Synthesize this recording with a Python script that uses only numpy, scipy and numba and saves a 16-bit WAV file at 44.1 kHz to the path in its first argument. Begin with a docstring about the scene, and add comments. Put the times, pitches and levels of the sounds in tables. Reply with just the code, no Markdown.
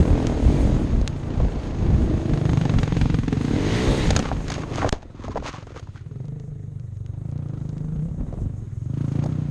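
"""A single-cylinder four-stroke dirt bike heard through a cased helmet microphone: each firing rings the
exhaust and spits gas. A quad revs ahead and wind buffets the port; then the rider falls through a bush:
twigs scrape, the helmet is knocked, the port is briefly blocked. Afterwards the bike lies a few metres off
and runs unevenly while the rider shifts on the ground. Pulse trains and noise drive band-pass resonances."""
import sys
import numpy as np
from scipy import signal
from scipy.io import wavfile
from scipy.ndimage import uniform_filter1d
from numba import njit

SR = 44100
rng = np.random.default_rng(int(sys.argv[2]) if len(sys.argv) > 2 else 0)


def store_pcm(level_fs):
    """Save levels as 16-bit WAV."""
    pcm = np.round(np.clip(level_fs, -1, 1) * 32767).astype(np.int16)
    wavfile.write(sys.argv[1], SR, np.atleast_2d(pcm).T)


N = 418950
T = np.arange(N) / SR
FAR_FROM_S = 4.95  # from here the bike lies off

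# Engine speed: start_s, firings_per_s
FIRING_RATE = [(0, 39), (0.25, 42), (0.42, 37.5), (0.55, 48), (0.75, 41), (1, 30.35), (1.2, 28.57),
               (1.8, 25.65), (2.6, 25.12), (2.8, 21.25), (3.1, 23.23), (3.3, 20.9), (3.45, 27.7),
               (3.55, 42), (3.68, 52.7), (3.79, 60.3), (3.92, 68.7), (4, 65), (4.15, 45.93), (4.3, 25.69),
               (4.6, 26.07), (5.3, 19.52), (5.6, 23.07), (5.9, 15.29), (6.3, 26.07), (7.1, 23.26),
               (7.4, 30.87), (7.5, 25.69), (7.9, 25.91), (8.1, 35.72), (8.2, 19.08), (8.5, 25.41),
               (8.7, 19.38), (9, 28.95), (9.1, 26.53), (9.3, 31.66), (9.5, 28.94)]
# Exhaust: start_s, thump_db, boom_re_thump_db, bark_re_thump_db, ring_re_thump_db, gas_spit_db
EXHAUST_LEVELS = [(0, -32.5, 3, 5, -14, -45), (0.7, -33.5, -3, 7, -16, -56),
                  (1.1, -35.5, 2.5, -12, -30, -55.5), (1.7, -38, 2.5, -4.5, -17, -52.5),
                  (2.2, -35.5, 6, 3.5, -14, -53.5), (2.4, -22.5, -5, -9.5, -17, -43),
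                  (2.85, -26, 1, -5, -54, -39.5), (3.4, -27, -3.5, 2.5, -9, -46),
                  (3.55, -33, 5, 10, -26, -48.5), (3.9, -33.5, 3.5, 6, -29, -50),
                  (4.1, -31, -1, -5, -20, -39), (4.25, -35.5, -13, -6, -28, -41.5),
                  (4.75, -35, 5, -12, -18, -72), (5, -59.5, 9, 6, -27, -70), (5.3, -45.5, 3, 7, 0, -57.5),
                  (5.6, -48, 6, -9, -9, -50.5), (5.9, -55, 16, -18, -31, -66),
                  (6.12, -35, -2.5, -19.5, -17.5, -66.5), (6.35, -32, -16, -21, -16.5, -70),
                  (6.6, -35, -4, -26, -20, -80), (7, -45.5, 14.5, -12.5, -17.5, -75.5),
                  (7.35, -32.5, 0, -12, -23.5, -62), (7.8, -30, -7.5, -15, -20.5, -62.5),
                  (8.05, -25.5, -22, -27, -23, -64), (8.18, -34.5, -5, -19, -26, -80),
                  (8.45, -35.5, 3, -2.5, -26, -68), (8.62, -52, 20, -25, -33, -79),
                  (8.9, -28.5, -2, -10.5, -37, -64), (9.0, -27.5, -3.5, -7.5, -38, -54.5),
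                  (9.22, -24.5, -4.5, -9.5, -38, -50.5), (9.5, -27.5, -8, -13.5, -37, -67)]
# Spread of the firings, largest when the engine lugs: start_s, share
UNEVENNESS = [(0, .5), (0.8, .5), (1.2, 1), (3.4, 1), (3.6, .15), (4.05, .2), (4.3, 1), (5.7, .8),
              (6.1, .35)]
# The wheel skips and shakes the timing: start_s, spread_cycles
TIMING_WOBBLE = [(0, .025), (0.9, .03), (1.2, .02), (2.2, .008), (9.5, .005)]
# Firings harder or softer than their neighbours while the engine lugs: start_s, level_db
ACCENTS = [(2.334, 8), (2.41, -4), (2.495, 4), (2.693, 3), (2.786, 3), (2.832, 5), (2.92, -6), (2.966, 2.5),
           (3.014, 5), (3.057, -8), (3.098, -9), (3.143, 3), (3.229, -7), (3.278, 1.5), (3.326, 6)]
# Lowest exhaust resonances: start_s, thump_hz, thump_and_boom_width_hz
THUMP_PITCH = [(5.9, 149, 27), (6.15, 140, 17.4), (6.5, 141.7, 11), (7.0, 141, 21.5), (7.2, 146, 25),
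               (7.6, 141, 25), (7.8, 150, 14.4), (8.15, 153, 16), (8.5, 146, 31), (8.85, 140.5, 25.5),
               (9.5, 149, 27)]
BOOM_HZ, BARK_HZ, BARK_WIDTH_HZ = 101.7, 260.5, 64  # bark before its lift at high revs
RING_HZ, RING_WIDTH_HZ = 440, 21  # at 25 firings/s
RING_RISE_PER_FIRING = 0.012  # share per firing/s above 25
SWELL_FAR = 2.2  # tone swell is this much quicker far off
LEAD_S, LAG_S, LAG_FAR_S = 0.0022, 0.0042, 0.003  # pipe leads the beat; note, crack and gas lag the pipe

# Gas turbulence, bike near: centre_hz, width_hz, level_db
GAS_NEAR = [(780, 124, 8.5), (1170, 920, 9.5), (2240, 3000, 10), (3120, 2600, 3.5), (5300, 5400, -23)]
# Gas turbulence, bike far: centre_hz, width_hz, level_db
GAS_FAR = [(1120, 300, -1), (1340, 320, 0), (2230, 2500, -2.5), (4500, 5300, -7.5)]
# Spit decay, smeared at speed and at distance: start_s, decay_s
SPIT_DECAY = [(0.8, 0.008), (2.2, 0.0051), (4.9, 0.0055), (5.0, 0.013)]
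SPIT_RISE_S, SPIT_SCATTER_DB = 0.0011, 1.5
RASP_HZ, RASP_WIDTH_HZ = 516, 450
RASP_DB, RASP_FAR_DB = 5.5, -3.5  # re gas spit; added far off
# Front edge of each near firing, strongest when the engine lugs: start_s, level_re_gas_db
CRACK_LEVEL = [(0, -28), (2.2, -25), (2.35, -5.5), (3.4, -3.5), (3.55, -11), (4.1, -5), (4.3, -15)]
CRACK_HZ, CRACK_WIDTH_HZ, CRACK_SCATTER_DB = 1400, 760, 2.0
# Open tailpipe note: start_s, level_db
NOTE_LEVEL = [(0, -29), (0.75, -33), (1.1, -55), (2.2, -45.5), (2.45, -48), (2.85, -41.5), (3.4, -41.5),
              (3.6, -32), (3.9, -31), (4.05, -36), (4.25, -40.5), (5, -60), (5.6, -45), (6, -68),
              (6.2, -51.5), (6.5, -58.5), (6.9, -66), (7.3, -50.5), (7.8, -51.5), (8.1, -52), (8.7, -71),
              (9.2, -49), (9.5, -57)]
NOTE_HZ, NOTE_WIDTH_HZ = 585, 485
UPPER_HZ, UPPER_WIDTH_HZ, UPPER_DB = 540, 1800, -1  # level re note at 60 firings/s
# Clean tones of the free-revving engine: multiple_of_firing_rate, level_db
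HOWL_TONES = [(1, -6.5), (2, 0), (3, -2.5), (4, 4.5), (5, -3.5), (6, -0.5), (7, -15), (8, -1.5), (9, -9),
              (10, -15), (11, -17.5), (12, -11.5), (13, -13), (14, -17.5), (16, -20.5), (17, -16)]
# Howl: start_s, level_db
HOWL_LEVEL = [(3.47, -60), (3.57, -36), (3.75, -26), (3.92, -24.5), (4.0, -27), (4.12, -40), (4.25, -60)]
# Howl rasp, throbbing once a cycle: centre_hz, width_hz, level_db
HOWL_RASP = [(1900, 620, 0), (3800, 600, -6)]
HOWL_RASP_DB = -13.5  # mean, re howl tones

# Quad opening its throttle in the bend: start_s, firings_per_s
QUAD_RATE = [(1.9, 22), (2.1, 30), (2.2, 36.5), (2.5, 40)]
# Quad: start_s, level_db
QUAD_LEVEL = [(1.8, -70), (2, -34), (2.1, -31), (2.3, -31.5), (2.5, -35), (2.9, -71)]
# Quad exhaust: centre_hz, width_hz, level_db
QUAD_PIPE = [(327, 61, 1), (617, 85, -8)]
QUAD_BEAT_S = 2.109  # time of one firing

# Blows on the helmet: start_s, body_peak_db, body_hz, treble_re_body_db
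KNOCKS = [(1.013, -18.5, 386, -12), (1.4, -18.5, 553, -46), (1.449, -24.5, 581, -38),
          (1.933, -33, 400, -24), (4.105, -8.5, 684, -3), (4.163, -14, 800, 5.5), (4.191, -17, 490, 2),
          (4.259, -21.5, 790, -27), (4.315, -11.5, 785, -41), (4.415, -31, 620, -22),
          (4.481, -37.5, 466, 13.5), (4.501, -23.5, 846, 4), (4.518, -30.5, 450, 11.5),
          (4.54, -34.5, 415, 13), (4.564, -31, 1170, -14), (4.58, -23, 423, -14), (4.619, -33, 1150, -25),
          (4.634, -22, 1080, -30), (4.698, -33, 401, -10), (4.716, -24, 403, -25), (4.757, -24.5, 784, 0.5),
          (4.782, -16, 676, -13), (4.817, -21.5, 1640, -14), (4.82, -18, 900, -25), (4.828, -13, 815, -25),
          (4.845, -8, 745, -26), (4.851, -16, 650, -28), (4.863, -18, 470, -30), (4.873, -19, 400, -30),
          (4.931, -17.5, 410, -27), (5.028, -33.5, 630, -28), (5.153, -45, 405, -8), (5.242, -27, 465, -26),
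          (5.281, -21.5, 556, -11.5), (5.357, -16.5, 595, -29), (5.363, -18, 483, -25),
          (5.372, -18.5, 850, -31), (5.377, -16, 650, -25), (5.424, -26, 643, -17), (5.456, -22, 800, -23),
          (5.467, -24, 790, -10), (5.483, -25, 583, -1), (5.544, -29.5, 760, -15), (5.582, -31, 485, -17),
          (5.63, -38, 464, -22), (5.668, -35, 473, -8), (5.705, -33.5, 458, -29), (5.746, -37, 428, -15),
          (5.762, -27.5, 477, -32), (5.795, -35, 463, 3), (5.872, -36, 920, -12), (5.959, -37, 895, -26),
          (7.143, -46, 744, -18), (8.178, -53, 494, -31), (8.196, -38, 397, -25), (8.208, -30, 425, -19),
          (8.232, -45, 500, -35), (8.266, -35, 402, -32), (8.326, -28, 540, -21), (8.339, -28, 452, -20),
          (8.376, -39, 590, -28), (8.386, -31.5, 396, -35), (8.403, -39, 400, -33), (8.42, -39, 443, -25),
          (8.566, -42, 400, -40), (9.238, -22.5, 605, -10), (9.26, -22.5, 576, -13)]
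# Helmet shell modes: tone_hz, relative_db, t60_s
SHELL_MODES = [(285, 5, 0.22), (465, 1.5, 0.045), (734, 6, 0.058), (960, -25, 0.019), (1950, -39, 0.57)]
RATTLE_T60_S, RATTLE_RISE_S = 0.023, 0.00044
SNAP_HZ, SNAP_DB = 1510, -6.5  # level re treble
THUD_DB, SHELL_DB = -12, -10  # re body peak

# Twigs and grit dragged over the case: peak_s, length_s, dull_db, bright_re_dull_db
SCRAPES = [(4.26, 0.18, -39.5, -9), (4.505, 0.15, -50, 7.5), (4.623, 0.23, -49, -4.5),
           (4.758, 0.12, -46, 3.5), (4.861, 0.18, -34.5, -20), (4.933, 0.028, -52, -12),
           (5.029, 0.017, -55.5, 4), (5.261, 0.18, -44.5, -15), (5.375, 0.023, -49, -1),
           (5.468, 0.08, -39.5, -1), (5.559, 0.1, -42, -14), (5.704, 0.036, -49, -3),
           (5.767, 0.055, -47.5, -2.5), (5.966, 0.048, -52, -4)]
SCRAPE_RISE = 0.75  # rise time re fall time
# Grit snapping on the case: start_s, level_db
GRIT_SNAPS = [(0.2696, -6.5), (1.077, -2), (4.892, -1.5), (4.924, 2), (6.255, -36), (6.283, -34),
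              (6.399, -31.5), (6.798, -33.5), (6.971, -39), (7.063, -29.5), (7.315, -35), (7.3786, -32),
              (7.487, -34), (7.6036, -39), (7.692, -31), (7.781, -30)]
GRIT_T60_S = 0.017
# Air trapped and let go at the port: start_s, peak_db, decay_s
PORT_POPS = [(4.892, -21, 0.011), (4.9274, -5, 0.0021)]
BLOCKED_FROM_S, BLOCKED_TO_S, BLOCKED_DB = 4.8935, 4.9255, -24  # port pressed shut

# Air: start_s, low_wind_between_gusts_db, roar_db, engine_and_chain_clatter_db, high_hiss_db
AIR_LEVELS = [(0.04, -29.5, -29.5, -49, -49.5), (0.2, -24, -31, -45, -56.5),
              (0.6, -27.5, -29.5, -42.5, -51), (1.1, -35, -36, -54, -61.5),
              (1.75, -31.5, -32.5, -49.5, -61.5), (2.33, -39, -36, -48.5, -56),
              (2.8, -30.5, -34, -45.5, -54), (3.3, -27.5, -45.5, -49, -58.5),
              (3.57, -45, -31, -40.5, -50.5), (3.8, -34, -31, -33.5, -43.5), (3.92, -30, -26, -34, -43),
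              (4.1, -30, -32.5, -38.5, -47), (4.3, -28.5, -38.5, -48.5, -55), (4.85, -41, -34, -56, -57.5),
              (5, -41.5, -50.5, -67, -76), (5.9, -45.5, -58, -65, -70.5), (6.36, -43, -56, -78, -70),
              (6.9, -43.5, -60, -85, -70), (7.47, -42.5, -49, -73, -68), (8, -32, -51, -81, -66),
              (8.15, -35.5, -56, -80, -66), (8.3, -35, -46, -78, -66.5), (8.5, -38.5, -50.5, -72, -65),
              (8.8, -42, -58, -74, -66), (9.16, -45, -40, -59.5, -59), (9.5, -35, -43, -59, -64.5)]
# Gusts and bumps on the port: peak_s, peak_db, length_s
GUSTS = [(0.005, -6.5, 0.029), (0.11, -21.5, 0.09), (0.384, -26, 0.025), (0.477, -15.5, 0.085),
         (0.608, -19, 0.088), (0.706, -20.5, 0.13), (0.955, -19, 0.22), (1.43, -17, 0.086),
         (1.57, -25.5, 0.044), (1.742, -36, 0.15), (1.915, -18, 0.19), (2.09, -23.5, 0.23),
         (2.323, -16.5, 0.045), (2.506, -24, 0.088), (2.783, -20.5, 0.088), (3.027, -24, 0.1),
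         (3.138, -25, 0.034), (3.567, -26.5, 0.14), (3.754, -25.5, 0.15), (3.899, -18, 0.074),
         (4.081, -19, 0.12), (4.189, -24, 0.094), (4.364, -31, 0.091), (4.507, -44, 0.067),
         (4.867, -23.5, 0.085), (5.07, -67, 0.091), (5.29, -31, 0.063), (5.402, -25, 0.046),
         (8.204, -27, 0.059), (8.287, -32, 0.031), (8.43, -30, 0.12), (8.603, -50, 0.57),
         (9.08, -43, 0.093), (9.25, -40, 0.082)]
# Wind rumble, then roar: centre_hz, width_hz, level_db
RUMBLE = [(38.3, 40.6, 3.5), (69.6, 65, 3.0), (136.0, 143, -3.5), (212.8, 66, -6.0)]
ROAR = [(286.0, 221, 9.0), (620, 470, -2.5), (880, 1030, -8.0), (1290, 960, -18.0)]
# Clatter resonances: centre_hz, width_hz, level_db
CLATTER = [(1030, 460, -3.5), (1817, 1170, 0.5), (3680, 2040, -5), (2600, 3800, 1), (5800, 5800, -11.5)]
# High hiss: centre_hz, width_hz, level_db
HISS = [(1230, 480, 5.5), (2970, 1900, 0), (6720, 3200, 6), (6510, 190, 2), (8300, 3750, 2),
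        (11770, 5600, -24)]
CAVITY_HZ, CAVITY_WIDTH_HZ, CAVITY_DB = 6530, 300, 4  # port cavity; level of the added band
CASE_HZ, TOP_HZ = 7080, 14200  # low-pass corners


def undb(db):
    """Decibels to amplitude."""
    return 10 ** (np.asarray(db) / 20)


def unit(x):
    """Scale to RMS 1."""
    return x / np.sqrt(np.mean(x ** 2))


def curves(table):
    """Interpolate each column over the scene against the first, in seconds."""
    s, *columns = np.transpose(table)
    return [np.interp(T, s, c) for c in columns]


@njit
def svf(x, hz, width_hz):
    """State-variable band-pass with a moving centre and width, gain 1 at the centre."""
    y, b, l = np.empty(len(x)), 0., 0.
    for i in range(len(x)):
        g, k = np.tan(np.pi * hz[i] / SR), width_hz[i] / hz[i]
        v = (b + g * (x[i] - l)) / (1 + g * (g + k))
        b, l, y[i] = 2 * v - b, l + 2 * g * v, k * v
    return y


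def band(x, hz, width_hz):
    """The same band-pass; a still centre and width need no loop."""
    x = x + 1e-18
    if np.ndim(hz) + np.ndim(width_hz):
        return svf(x, hz + np.zeros(len(x)), width_hz + np.zeros(len(x)))
    g = np.tan(np.pi * hz / SR)
    kg = g * width_hz / hz
    return signal.lfilter([kg, 0, -kg], [1 + kg + g * g, 2 * (g * g - 1), 1 - kg + g * g], x)


def steep(x, hz, width_hz, widening=1):
    """Two band-passes in series, the second wider by a factor."""
    return band(band(x, hz, width_hz), hz, widening * width_hz)


def walk(rate_hz):
    """Random levels held 1 / rate_hz and slewed twice; RMS 1."""
    k = int(SR / rate_hz)
    held = np.repeat(rng.standard_normal(N // k + 1), k)
    return unit(uniform_filter1d(uniform_filter1d(held, k), k)[:N])


def steady(x, span_s=0.49):
    """Even out the slow level so that a curve can set it."""
    return x / np.sqrt(uniform_filter1d(x ** 2, int(span_s * SR)) + 1e-12)


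def colours(modes, flicker_db, rate_hz):
    """Unrelated noise in each steep resonance, each flickering alone; RMS 1."""
    total = 0
    for hz, width_hz, db in modes:
        level = undb(db + flicker_db * walk(rate_hz))
        total = total + level * unit(steep(rng.standard_normal(N), hz, width_hz))
    return unit(total)


def bike():
    """Firing pulses and weaker late pulses ring the exhaust; gas spits after each firing."""
    [rate] = curves(FIRING_RATE)
    thump_db, boom_db, bark_db, ring_db, gas_db = curves(EXHAUST_LEVELS)
    [scatter], [wobble] = curves(UNEVENNESS), curves(TIMING_WOBBLE)
    near = T < FAR_FROM_S
    lead = LEAD_S * rate * np.clip(FAR_FROM_S + 1 - T, 0, 1)
    turns = 1 + np.cumsum(rate) / SR + lead + wobble * walk(25)  # one per firing
    cycle = turns.astype(int)
    phase = turns - cycle
    since_s = phase / rate
    chance = rng.standard_normal((1000, 4))[cycle].T * scatter
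    accent_db = np.zeros(1000)
    for s, db in ACCENTS:
        accent_db[cycle[int((s + .01) * SR)]] = db
    accent_db = accent_db[cycle]

    late_pulse = np.diff(phase > .62 + .02 * chance[3], prepend=False) & (phase > .3)
    pulses = np.diff(cycle, prepend=1) * undb(1.6 * chance[0])
    pulses = pulses + late_pulse * undb(-17.0 + 3.2 * chance[1] + np.where(near, 0, -6))
    # turbulence after the valve opens colours every firing
    pulses = pulses + .045 * scatter * np.exp(-since_s / .004) * rng.standard_normal(N)

    body = exhaust_body(pulses, rate, chance[1], (0, boom_db, bark_db, ring_db))
    rasp_db = gas_db + RASP_DB + RASP_FAR_DB * (T > FAR_FROM_S)
    rasp = undb(rasp_db) * steady(steep(pulses, RASP_HZ, RASP_WIDTH_HZ, 3))
    hits = pulses * undb(CRACK_SCATTER_DB * chance[2] + accent_db)
    crack_db = gas_db + curves(CRACK_LEVEL)[0]
    crack = undb(crack_db) * steady(band(hits, CRACK_HZ, CRACK_WIDTH_HZ)) * near
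    gas = undb(gas_db) * gas_spit(since_s, SPIT_SCATTER_DB * chance[2] + accent_db)
    late_parts = delay(gas - tailpipe_note(pulses, rate) - crack - rasp)
    return undb(thump_db) * body + howl(turns) + late_parts


def exhaust_body(pulses, rate, detune, levels_db):
    """Pipe and silencer in series: each tone swells, then rings out."""
    thump_hz, low_width_hz = curves(THUMP_PITCH)
    quick = np.where(T < FAR_FROM_S, 1, SWELL_FAR)
    # hotter gas at high revs lifts the bark
    bark_hz = BARK_HZ * (1 + .52 * np.clip((rate - 43) / 25, 0, 1))
    ring_hz = RING_HZ * (1 + RING_RISE_PER_FIRING * (rate - 25))
    modes = ((thump_hz, low_width_hz), (BOOM_HZ, low_width_hz),
             (bark_hz, BARK_WIDTH_HZ), (ring_hz, RING_WIDTH_HZ))
    body = 0
    # opposite senses let neighbouring resonances fill the gap between them
    for (hz, width_hz), db, sense in zip(modes, levels_db, (-1, 1, 1, -1)):
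        moving_hz = hz * (1 + 0.097 * detune * (1 + (hz > 300)))
        tone = band(pulses, moving_hz, width_hz)
        tone = band(tone, hz, 2.97 * quick * width_hz)
        tone = band(tone, hz, 5.4 * quick * width_hz)
        body = body + sense * undb(db) * steady(tone)
    return body


def gas_spit(since_s, firing_db):
    """Turbulent gas bursts after each firing and decays to a faint floor."""
    [decay_s] = curves(SPIT_DECAY)
    spit = undb(firing_db) * np.exp(-since_s / decay_s)
    spit = spit * (1 - np.exp(-(since_s / SPIT_RISE_S) ** 2)) + 0.021
    gas = np.where(T < FAR_FROM_S, colours(GAS_NEAR, 2.5, 30), colours(GAS_FAR, 2.5, 30))
    return steady(spit * gas)


def tailpipe_note(pulses, rate):
    """The tailpipe rounds each pulse and resonates; the upper part grows with revs."""
    pulses = np.convolve(pulses, np.hanning(70) / 35)[:N]
    upper = steady(steep(pulses, UPPER_HZ, UPPER_WIDTH_HZ)) * undb(UPPER_DB) * (rate / 60) ** 2
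    note = steady(steep(pulses, NOTE_HZ, NOTE_WIDTH_HZ))
    return undb(curves(NOTE_LEVEL)[0]) * (note - upper)


def howl(turns):
    """Free revving: harmonics of the firing rate plus noise throbbing once a cycle."""
    angle = 2 * np.pi * turns
    tones = unit(sum(undb(db) * np.sin(k * (angle + k)) for k, db in HOWL_TONES))
    throb = 1 + 0.53 * np.cos(angle)
    sound = tones + undb(HOWL_RASP_DB) * throb * colours(HOWL_RASP, 2.5, 15)
    return sound * undb(curves(HOWL_LEVEL)[0] + 0.56 * walk(30))


def delay(x):
    """Hold sound back to the first trough of the pipe's swell."""
    lag_s = np.where(T < FAR_FROM_S, LAG_S, LAG_FAR_S)
    return x[np.maximum(np.arange(N) - (lag_s * SR).astype(int), 0)]


def quad():
    """Dull far firings ring a short pipe."""
    turns = np.cumsum(curves(QUAD_RATE)[0]) / SR
    cycle = np.floor(turns - turns[int(QUAD_BEAT_S * SR)]).astype(int)
    pulses = np.diff(cycle, prepend=cycle[0]) * undb(1.1 * rng.standard_normal(1000))[cycle]
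    pipe = sum(undb(db) * unit(steep(pulses, hz, width_hz, 2)) for hz, width_hz, db in QUAD_PIPE)
    return undb(curves(QUAD_LEVEL)[0]) * steady(pipe)


def knocks():
    """Each blow is a short rattle: coloured body, treble crack, snap, and the shell thudding and ringing."""
    out, t = np.zeros(N + SR), T[:SR // 5]
    for s, peak_db, hz, treble_db in KNOCKS:
        chance = rng.standard_normal(len(t) + len(SHELL_MODES))
        rattle = chance[:len(t)] * np.exp(-np.log(1000) * t / RATTLE_T60_S)
        rattle = rattle * (1 - np.exp(-t / RATTLE_RISE_S))
        rattle[:30] -= 0.5 * np.hanning(30)  # first contact
        ring = 0
        for (mode_hz, db, t60_s), c in zip(SHELL_MODES, chance[len(t):]):
            decay = np.exp(-np.log(1000) * t / t60_s)
            ring = ring + undb(db + 4 * c) * np.sin(2 * np.pi * mode_hz * t) * decay
        thud = np.sin(2 * np.pi * 110 * t) * np.exp(-t / 0.0069)
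        body = steep(rattle, hz, .5 * hz, 2)
        treble = band(rattle, 3000, 5000)
        snap = band(band(rattle, SNAP_HZ, 900), SNAP_HZ, 1300)
        parts = ((body, 0), (treble, treble_db), (snap, treble_db + SNAP_DB),
                 (thud, THUD_DB), (ring, SHELL_DB))
        blow = sum(undb(db) * p / np.abs(p).max() for p, db in parts)
        out[int(s * SR):][:len(t)] += undb(peak_db) * blow
    return out[:N]


def scrape():
    """Dense uneven ticks over a noise bed, heard through the case in dull and bright bands."""
    chance = rng.random((3, N))
    sizes = undb(-4 * np.log(chance[2] + 0.017))
    ticks = (chance[0] < 1500 / SR) * np.sign(chance[1] - .5) * sizes  # 1500 per second
    ticks = ticks + 0.19 * rng.standard_normal(N)
    dull = steady(band(ticks, 1000 * 2 ** (0.41 * walk(10)), 250), 0.12)
    bright = steady(band(ticks, 1860, 1400), 0.058)
    out = 0
    for s, length_s, db, bright_db in SCRAPES:
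        stretch = np.where(T < s, SCRAPE_RISE, 1)
        shape = np.exp(-(2 * (T - s) / length_s / stretch) ** 2)
        out = out + undb(db) * shape * (dull + undb(bright_db) * bright)
    return out * undb(3.27 * walk(60))


def grit():
    """A sharp wide click with a few milliseconds of rattle."""
    out, t = np.zeros(N + SR), T[:SR // 20]
    for s, level_db in GRIT_SNAPS:
        snap = 0.15 * rng.standard_normal(len(t)) * np.exp(-np.log(1000) * t / GRIT_T60_S)
        snap[0] = 1.75
        out[int(s * SR):][:len(t)] += undb(level_db) * band(snap, 1400, 6300)
    return out[:N]


def pops():
    """A pressure step that leaks away and swings back once."""
    out = np.zeros(N)
    for s, peak_db, decay_s in PORT_POPS:
        t = np.maximum(T - s, 0)
        slow = t / (4 * decay_s)
        out += undb(peak_db) * (T >= s) * (np.exp(-t / decay_s) - 0.076 * slow * np.exp(1 - slow))
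    return out


def wind():
    """Eddies thump the port in gusts, under a roar and the engine and chain clatter."""
    lull_db, roar_db, clatter_db, _ = curves(AIR_LEVELS)
    buffet = undb(lull_db)
    for s, db, length_s in GUSTS:
        buffet = buffet + undb(db) * np.exp(-(2 * (T - s) / length_s) ** 2)
    gust = walk(14)
    low = buffet * undb(0.8 * gust) * steady(colours(RUMBLE, 0.87, 5.5), 0.2)
    roar = undb(roar_db + 0.53 * gust) * colours(ROAR, 1.86, 25)
    return low + roar + undb(clatter_db) * colours(CLATTER, 1.6, 13)


def scene():
    """Sum the sources through the port, which shuts briefly; pops bypass the shutting."""
    shut = (T > BLOCKED_FROM_S) & (T < BLOCKED_TO_S)
    port = uniform_filter1d(np.where(shut, undb(BLOCKED_DB), 1.), size=30)
    outside = bike() + quad() + knocks() + scrape() + grit() + wind()
    return (outside * port + pops())[None]


def record(dry):
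    """The port cavity's peak, a case that dulls the treble, a faint high hiss, and the top cut."""
    x = dry[0] + undb(CAVITY_DB) * band(dry[0], CAVITY_HZ, CAVITY_WIDTH_HZ)
    x = signal.sosfilt(signal.butter(4, CASE_HZ, fs=SR, output="sos"), x)
    x = x + undb(curves(AIR_LEVELS)[3]) * colours(HISS, 2.54, 30)
    return signal.sosfilt(signal.ellip(8, .2, 70, TOP_HZ, fs=SR, output="sos"), x)[None]


dry = scene()
out = record(dry)
store_pcm(out)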